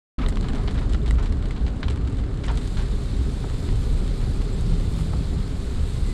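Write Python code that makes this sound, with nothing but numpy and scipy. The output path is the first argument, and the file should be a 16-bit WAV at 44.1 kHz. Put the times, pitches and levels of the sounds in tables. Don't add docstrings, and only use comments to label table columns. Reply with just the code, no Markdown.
import sys
import numpy as np
from scipy import signal
from scipy.io import wavfile

SR = 44100
rng = np.random.default_rng(int(sys.argv[2]) if len(sys.argv) > 2 else 0)


def generate_wav(signal):
    frames = np.transpose(np.atleast_2d(signal))
    scaled = np.clip(frames, -1, 1) * 32767
    pcm = np.round(scaled).astype(np.int16)
    wavfile.write(sys.argv[1], SR, pcm)


def ratio_of_db(decibels):
    return 10 ** (np.asarray(decibels, float) / 20)


N = 270333

# time in seconds, roughness in dB.
ROAD_ROUGHNESS = [(0.19, 1.5), (0.6, 0), (1.2, 0.5), (2.2, -1), (3.4, -0.5), (3.9, 0.5), (5.1, 0),
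                  (6.13, -2)]
# time in seconds, exposure to the rain (1 = open sky, more in a gust).
SKY_EXPOSURE = [(0.4, 0.29), (0.64, 0.59), (1.0, 0.1), (1.7, 0.11), (2.4, 0.2), (2.65, 0.84), (3.0, 0.87),
                (3.8, 0.97), (4.5, 0.91), (4.68, 0.97), (5.02, 1.06), (5.2, 0.9), (5.6, 0.84), (5.95, 1.01),
                (6.13, 0.97)]


def rms_one(x):
    return x / np.sqrt(np.mean(x ** 2) + 1e-20)


def in_time(rows):
    s, *columns = np.transpose(rows)
    return [np.interp(np.arange(N) / SR, s, c) for c in columns]


def drift(corner_hz):
    hop = 40
    r = np.exp(-2 * np.pi * corner_hz * hop / SR)
    noise = rng.standard_normal(N // hop + 2002)
    slow = signal.lfilter([1], [1, -2 * r, r * r], noise)[2000:]
    return np.interp(np.arange(N) / hop, np.arange(len(slow)), rms_one(slow))


def resonance(x, hz, width_hz):
    r = np.exp(-np.pi * width_hz / SR)
    poles = [1, -2 * r * np.cos(2 * np.pi * hz / SR), r * r]
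    return signal.lfilter([(1 - r * r) / 2, 0, (r * r - 1) / 2], poles, x)


def coloured(sources, spectrum, patchy_db, tilt_db=0, pivot_hz=4000):
    hz, db = np.transpose(spectrum)
    bands = int(5 * np.log2(min(hz[-1], 0.45 * SR) / hz[0]))
    edges = hz[0] * 2 ** (np.arange(bands + 1) / 5)
    out, power, together = 0, 0, drift(30.0)
    for k, (low, high) in enumerate(zip(edges, edges[1:])):
        band_pass = signal.butter(3, [low, high], "band", fs=SR, output="sos")
        centre = np.sqrt(low * high)
        band = signal.sosfilt(band_pass, sources[k % 2]) * ratio_of_db(np.interp(np.log(centre), np.log(hz), db))
        power += np.mean(band ** 2)
        flicker_db = patchy_db * (0.5 * together + drift(19.5))
        slope_db = tilt_db * np.log2(centre / pivot_hz) * (0.5 + (centre / 9000) ** 3)
        out = out + band * ratio_of_db(flicker_db + slope_db)
    return out / np.sqrt(power)


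def road():
    # frequency in Hz, relative level in dB per Hz.
    shake_spectrum = [(12, -21), (20, -2.5), (27, -8.5), (35, 3.5), (44, -6), (60, -39)]
    # frequency in Hz, relative level in dB per Hz.
    rumble_spectrum = [(44, -11.5), (75, -1), (237, -13.5), (318, -22.5), (404, -20), (589, -32.5),
                       (800, -31), (1040, -51), (1760, -120)]
    # frequency in Hz, width in Hz, level in dB at first, level in dB at last.
    panel_modes = [(118, 11.7, -44.5, -36), (207.8, 20, -41.5, -51.5), (272.6, 51, -40, -49.5),
                   (400, 40, -46.5, -48)]
    shake_db, boom_db, rumble_db = -25.5, -28.5, -28.5
    boom_hz, boom_width_hz = 58, 7.4
    rough_brightens = 0.36
    panel_swell_db = 2

    rough_db, = in_time(ROAD_ROUGHNESS)
    shake = coloured(rng.standard_normal((2, N)), shake_spectrum, patchy_db=-0.5)
    boom = resonance(rng.standard_normal(N), boom_hz, boom_width_hz)
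    boom = rms_one(resonance(boom, boom_hz, 46.0))
    rumble = coloured(rng.standard_normal((2, N)), rumble_spectrum, patchy_db=1.5,
                      tilt_db=rough_brightens * rough_db, pivot_hz=150)
    panels = np.zeros(N)
    for hz, width_hz, first_db, last_db in panel_modes:
        ring = resonance(resonance(rng.standard_normal(N), hz, width_hz), hz, 76.0)
        level_db = np.linspace(first_db, last_db, N) + panel_swell_db * drift(1.05)
        panels += ratio_of_db(level_db) * rms_one(ring)
    driven = ratio_of_db(shake_db) * shake + ratio_of_db(boom_db) * boom + ratio_of_db(rumble_db) * rumble
    return ratio_of_db(rough_db) * driven + panels


def spray():
    # frequency in Hz, relative level in dB per Hz.
    spray_spectrum = [(290, -52), (500, 1.5), (660, -17.5), (1000, -8.5), (1320, -8.5), (1630, -13.5),
                      (2450, -23.5), (3000, -20.5), (3900, -44), (6600, -120)]
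    spray_db, follows, swell_db = -48.5, 0.47, -0.2
    wash = coloured(rng.standard_normal((2, N)), spray_spectrum, patchy_db=1.0)
    return ratio_of_db(spray_db + follows * in_time(ROAD_ROUGHNESS)[0] + swell_db * drift(3.8)) * wash


def rain():
    # frequency in Hz, relative level in dB per Hz.
    patter_spectrum = [(1500, -9.5), (2200, -3.5), (2700, -7.5), (4000, 0.5), (4900, -6.5), (5900, -14),
                       (7900, -6.5), (9500, -14), (11000, -20.5), (12500, -24), (14000, -31), (15500, -43),
                       (17000, -42), (19500, -50)]
    drops_per_s, drop_spread_db = 3000, 5
    open_db, shelter_db = -47.5, -9.5
    shelter_tilt_db = -2.5

    shelter = 1 - in_time(SKY_EXPOSURE)[0]
    sizes = ratio_of_db(drop_spread_db * np.minimum(rng.exponential(1, (2, N)), 5)) * rng.choice([-1, 1], (2, N))
    taps = rms_one(sizes * (rng.random((2, N)) < drops_per_s / SR))
    tilt_db = shelter_tilt_db * shelter + 0.24 * drift(7.5)
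    patter = coloured(0.52 * taps + 0.91 * rng.standard_normal((2, N)), patter_spectrum,
                      patchy_db=1.0, tilt_db=tilt_db)
    return ratio_of_db(open_db + shelter_db * shelter) * patter


def drips():
    # start in seconds, force level in dB, brightness in dB, smack share 0-1.
    heavy_drips = [(0.187, -31.5, -19, 0.75), (0.262, -23.5, -4, 0.87), (0.2855, -23.5, 11, 0.76),
                   (0.3248, -30.5, -13, 0.8), (0.357, -31, 4, 0.9), (0.371, -24.5, -1, 0.8),
                   (0.41, -32, 8, 1), (0.425, -35, -1, 0.4), (0.485, -26, 2, 0.65), (0.5024, -36, -3, 1),
                   (0.5335, -30.5, -3, 1), (0.549, -32, 3, 0.4), (0.562, -37, 3, 0.45),
                   (0.582, -34, -8, 0.7), (0.636, -34, 3, 0.85), (0.676, -25, -11, 0.46),
                   (0.709, -29.5, 4, 0.72), (0.744, -37, 7, 0.6), (0.776, -30.5, -7, 0.43),
                   (0.793, -30.5, 4, 0.86), (0.81, -42, 10, .8), (0.828, -37, 3, 0.7),
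                   (0.895, -32.5, 5, 0.5), (0.919, -41, 5, 0.7), (0.9248, -31.5, 4.5, 0.5),
                   (0.934, -27.5, 2, 0.6), (0.99, -45, 10, 0.8), (1.004, -45, 6, 1), (1.06, -28, 1, 0.57),
                   (1.078, -26.5, 1, 0.56), (1.109, -23, 5.5, 0.83), (1.186, -44, -3, 0.8),
                   (1.197, -38, 6, .7), (1.226, -32, 2, 0.22), (1.258, -32, -1, 0.41),
                   (1.3236, -29, 3, 0.7), (1.423, -36, -1, 0.4), (1.456, -34, 3, 0.54),
                   (1.508, -27, 0, 0.66), (1.5603, -35, -25, 0.34), (1.665, -28.5, -6, 0.7),
                   (1.673, -44, 9, .9), (1.679, -27, -4, 0.7), (1.83, -22, -16, 0.6),
                   (1.8826, -23.5, -0.5, 0.72), (1.9, -30.5, 2, 0.3), (1.9594, -32, 4, 0.76),
                   (2.0749, -28.5, -1, 0.74), (2.124, -41, 7, 0.8), (2.17, -35, 6, 0.74),
                   (2.1827, -36.5, 2, 0.3), (2.24, -42, -10, 0.7), (2.374, -40, 10, 0.8),
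                   (2.436, -34, 2, .36), (2.455, -32, 5, 0.7), (2.4654, -38, 13, 0.8),
                   (2.482, -24.5, -7, 0.53), (2.515, -40, 13, 0.8), (2.5548, -37, 9, .7),
                   (2.574, -23.5, 5, 0.7), (2.596, -45, 14, 0.9), (2.612, -32, 1, 0.6), (2.675, -34, 9, 1),
                   (2.77, -29, 1, 0.44), (2.789, -35, 0, 0.2), (2.822, -40, 12, 0.5), (3.499, -32, -2, 1),
                   (3.688, -36, -27, 0.5), (3.756, -39, 8, 0.5), (4.078, -32.5, 5.5, 0.9),
                   (4.417, -33, 3, 0.7), (4.609, -43, 20, 0.7), (4.9884, -36, 7, 0.56),
                   (5.747, -42, 12, 0.7)]
    # frequency in Hz, width in Hz, level in dB before the evening-out below.
    glass_modes = [(587, 260, 3), (1100, 940, 9.5), (2270, 600, 7), (2880, 710, 1.5), (4000, 1150, 2),
                   (7660, 1740, 10.5), (10700, 3000, -8)]
    body_hz = [2600, 6000]
    thud_db, splash_db, thud_loss = -5.5, -18, 0.12
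    short_s, long_s = 0.069, 0.2
    grain_db = 4
    small_db, open_per_s, canopy_per_s = -56.5, 28, 200

    t = np.arange(int(0.2 * SR)) / SR
    forces = np.zeros((3, N + len(t)))
    for s, level_db, bright_db, smack in heavy_drips:
        smack = np.clip(smack, 0, 1)
        t60 = short_s + (long_s - short_s) * (1 - smack) ** 2
        crack = 1.13 * (0.086 + smack) * ratio_of_db(-60 * t / 0.012) * rng.choice([-1, 1], len(t))
        splatter = (1 - smack) * ratio_of_db(-60 * t / np.clip(t60, 0.01, 0.3)) * rng.standard_normal(len(t))
        grains = np.repeat(rng.standard_normal(len(t) // 40 + 1), 40)[:len(t)]
        splatter = splatter * ratio_of_db(grain_db * grains - 1.0)
        at = round(s * SR)
        parts_db = np.array([[thud_db - thud_loss * bright_db], [0], [splash_db + bright_db]])
        forces[:, at:at + len(t)] += ratio_of_db(level_db + parts_db) * (crack + splatter)

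    rate = np.interp(in_time(SKY_EXPOSURE)[0], [0, 1], [canopy_per_s, open_per_s])
    fall = rng.random(N) < rate / SR
    colour_db = np.array([[-3], [0], [-12]]) + 4.2 * rng.standard_normal((3, N))
    size_db = 2.9 * rng.exponential(1, N).clip(0, 3)
    hits = fall * ratio_of_db(small_db + colour_db + size_db)
    decay = ratio_of_db(-60 / (0.019 * SR))
    forces[:, :N] += signal.lfilter([1], [1, -decay], hits) * rng.standard_normal(N)

    out = np.zeros(N)
    for k, (hz, width_hz, db) in enumerate(glass_modes):
        force = forces[np.searchsorted(body_hz, hz), :N] + 1e-18
        gain = (-1) ** k * ratio_of_db(db) * np.sqrt(1500 / width_hz)
        out += gain * resonance(force, hz, width_hz)
    return signal.sosfilt(signal.butter(3, 11300, fs=SR, output="sos"), out)


def sheets():
    # start in seconds, level in dB, t60 in seconds, brightness in dB per octave in the low bands.
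    water_sheets = [(0.188, -39, 0.27, -0.5), (0.215, -37.5, 0.17, 2.5), (0.234, -39, 0.074, -1),
                    (.44, -39, 0.29, 1.5), (0.49, -49, 0.29, -4), (0.545, -42, 0.83, -4),
                    (.75, -43, 0.38, 1.5), (.816, -40, 0.076, 0), (0.942, -40.5, 0.1, 2),
                    (1.181, -40.5, 0.19, 1.5), (2.436, -39.5, 0.2, 2.5), (2.478, -37, 0.15, 0),
                    (2.488, -39.5, 0.28, -1.5), (2.776, -40.5, 0.4, 2), (3.439, -42, 0.14, -6),
                    (4.2, -47, 0.44, 3), (4.79, -53, .12, -5), (5.13, -39, .08, -4)]
    # frequency in Hz, relative level in dB per Hz.
    roof_spectrum = [(250, -21), (450, 4), (700, 6.5), (1300, 4), (2200, -2.5), (3300, -8.5), (4200, -13.5),
                     (6000, -22.5), (8000, -35.5), (11000, -54)]
    rise_s = 0.0037
    t, swell, tilt = np.arange(N) / SR, 1e-9, 0
    for s, db, t60, bright_db in water_sheets:
        since = np.clip(t - s, 0, None)
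        dying = ratio_of_db(-60 * np.clip(since - rise_s, 0, None) / t60)
        sheet = ratio_of_db(db) * np.clip(since / rise_s, 0, 1) * dying
        swell = swell + sheet
        tilt = tilt + bright_db * sheet
    noise = coloured(rng.standard_normal((2, N)), roof_spectrum, patchy_db=2.5,
                     tilt_db=2 * tilt / swell, pivot_hz=1230)
    return swell * ratio_of_db(1.2 * drift(120.0)) * noise


def bumps():
    # start in seconds, frequency in Hz, level in dB.
    road_bumps = [(0.195, 259, -22), (0.2, 33.85, -14.5), (0.49, 275, -27.5), (0.532, 259, -21),
                  (0.739, 60, -14.5), (1.101, 58, -11.5), (1.587, 58, -14), (1.85, 61.9, -18),
                  (2.45, 52, -17), (3.168, 61.3, -16), (3.72, 106, -18), (3.828, 55.8, -15),
                  (4.121, 28.5, -25.5), (5.779, 75.6, -19), (5.99, 35.7, -25)]
    rise_cycles, t60_cycles = 2.4, 28.4
    out = np.zeros(N)
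    for s, hz, db in road_bumps:
        cycles = hz * np.clip(np.arange(N) / SR - s, 0, None)
        dying = ratio_of_db(-60 * np.clip(cycles - rise_cycles, 0, None) / t60_cycles)
        swell = np.clip(cycles / rise_cycles, 0, 1) * dying
        out += ratio_of_db(db) * swell * np.sin(2 * np.pi * cycles)
    return out


def plinks():
    # start in seconds, frequency in Hz, level in dB before rise and decay.
    panel_plinks = [(0.238, 1280, -26), (0.286, 1980, -29), (0.3702, 1100, -26), (0.5333, 750, -22),
                    (1.017, 3580, -36), (1.1086, 1980, -19.5), (1.1855, 1260, -25), (1.508, 2090, -26),
                    (1.829, 2060, -27)]
    t60_s, rise_s = 0.013, 0.00095
    out, t = np.zeros(N), np.arange(int(0.1 * SR)) / SR
    for s, hz, db in panel_plinks:
        at = round(s * SR)
        envelope = ratio_of_db(db - 60 * t / t60_s) * np.clip(t / rise_s, 0, 1)
        out[at:at + len(t)] += envelope * np.sin(2 * np.pi * hz * t)
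    return out


def wiper():
    # start in seconds, length in seconds, start pitch in Hz, end pitch in Hz, level in dB.
    squeaks = [(4.522, 0.039, 7800, 7650, -50.5), (6.054, 0.088, 2010, 2036, -50)]
    out = np.zeros(N)
    for s, length, start_hz, end_hz, db in squeaks:
        at, n = round(s * SR), round(length * SR)
        pitch_hz = np.linspace(start_hz, end_hz, n) * (1 + 0.003 * drift(60.0)[:n])
        tone = np.sin(2 * np.pi * np.cumsum(pitch_hz) / SR)
        out[at:at + n] += (ratio_of_db(db) * np.sqrt(np.hanning(n)) * tone)[:N - at]
    return out * ratio_of_db(2.2 * drift(90.0))


def hum():
    # time in seconds, frequency in Hz, rms level in dB.
    hum_course = [(4.55, 168.1, -42), (4.66, 167.4, -31), (4.85, 164.8, -38.5), (5.05, 161, -31.5),
                  (5.35, 157.8, -39.5), (5.796, 152.1, -46), (6.0, 153, -58)]
    hz, db = in_time(hum_course)
    fade = np.clip((np.arange(N) / SR - hum_course[0][0]) / 0.12, 0, 1)
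    tone = np.sqrt(2) * np.sin(2 * np.pi * np.cumsum(hz) / SR)
    return fade * ratio_of_db(db + 1.1 * drift(6.0)) * tone


def swish():
    # frequency in Hz, width in Hz, rms level in dB at the nearest point.
    hiss_bands = [(8300, 700, -61), (11000, 700, -68)]
    peak_s, spread_s = 5.98, 0.27
    near = 1 / (1 + ((np.arange(N) / SR - peak_s) / spread_s) ** 2)
    hiss = np.zeros(N)
    for hz, width_hz, db in hiss_bands:
        band = resonance(resonance(rng.standard_normal(N), hz, width_hz), hz, width_hz)
        hiss += ratio_of_db(db) * rms_one(band)
    return near * hiss


def scene():
    ride = road() + bumps() + hum()
    water = spray() + rain() + drips() + sheets() + plinks()
    return (ride + water + wiper() + swish())[None]


def band_limit(x):
    return signal.sosfilt(signal.butter(12, 17070, fs=SR, output="sos"), x)


def record(dry):
    start_s, opening_s = 0.1815, 0.0021
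    opened = np.clip((np.arange(N) / SR - start_s) / opening_s, 0, 1)
    return band_limit(dry * opened)


dry = scene()
out = record(dry)
generate_wav(out)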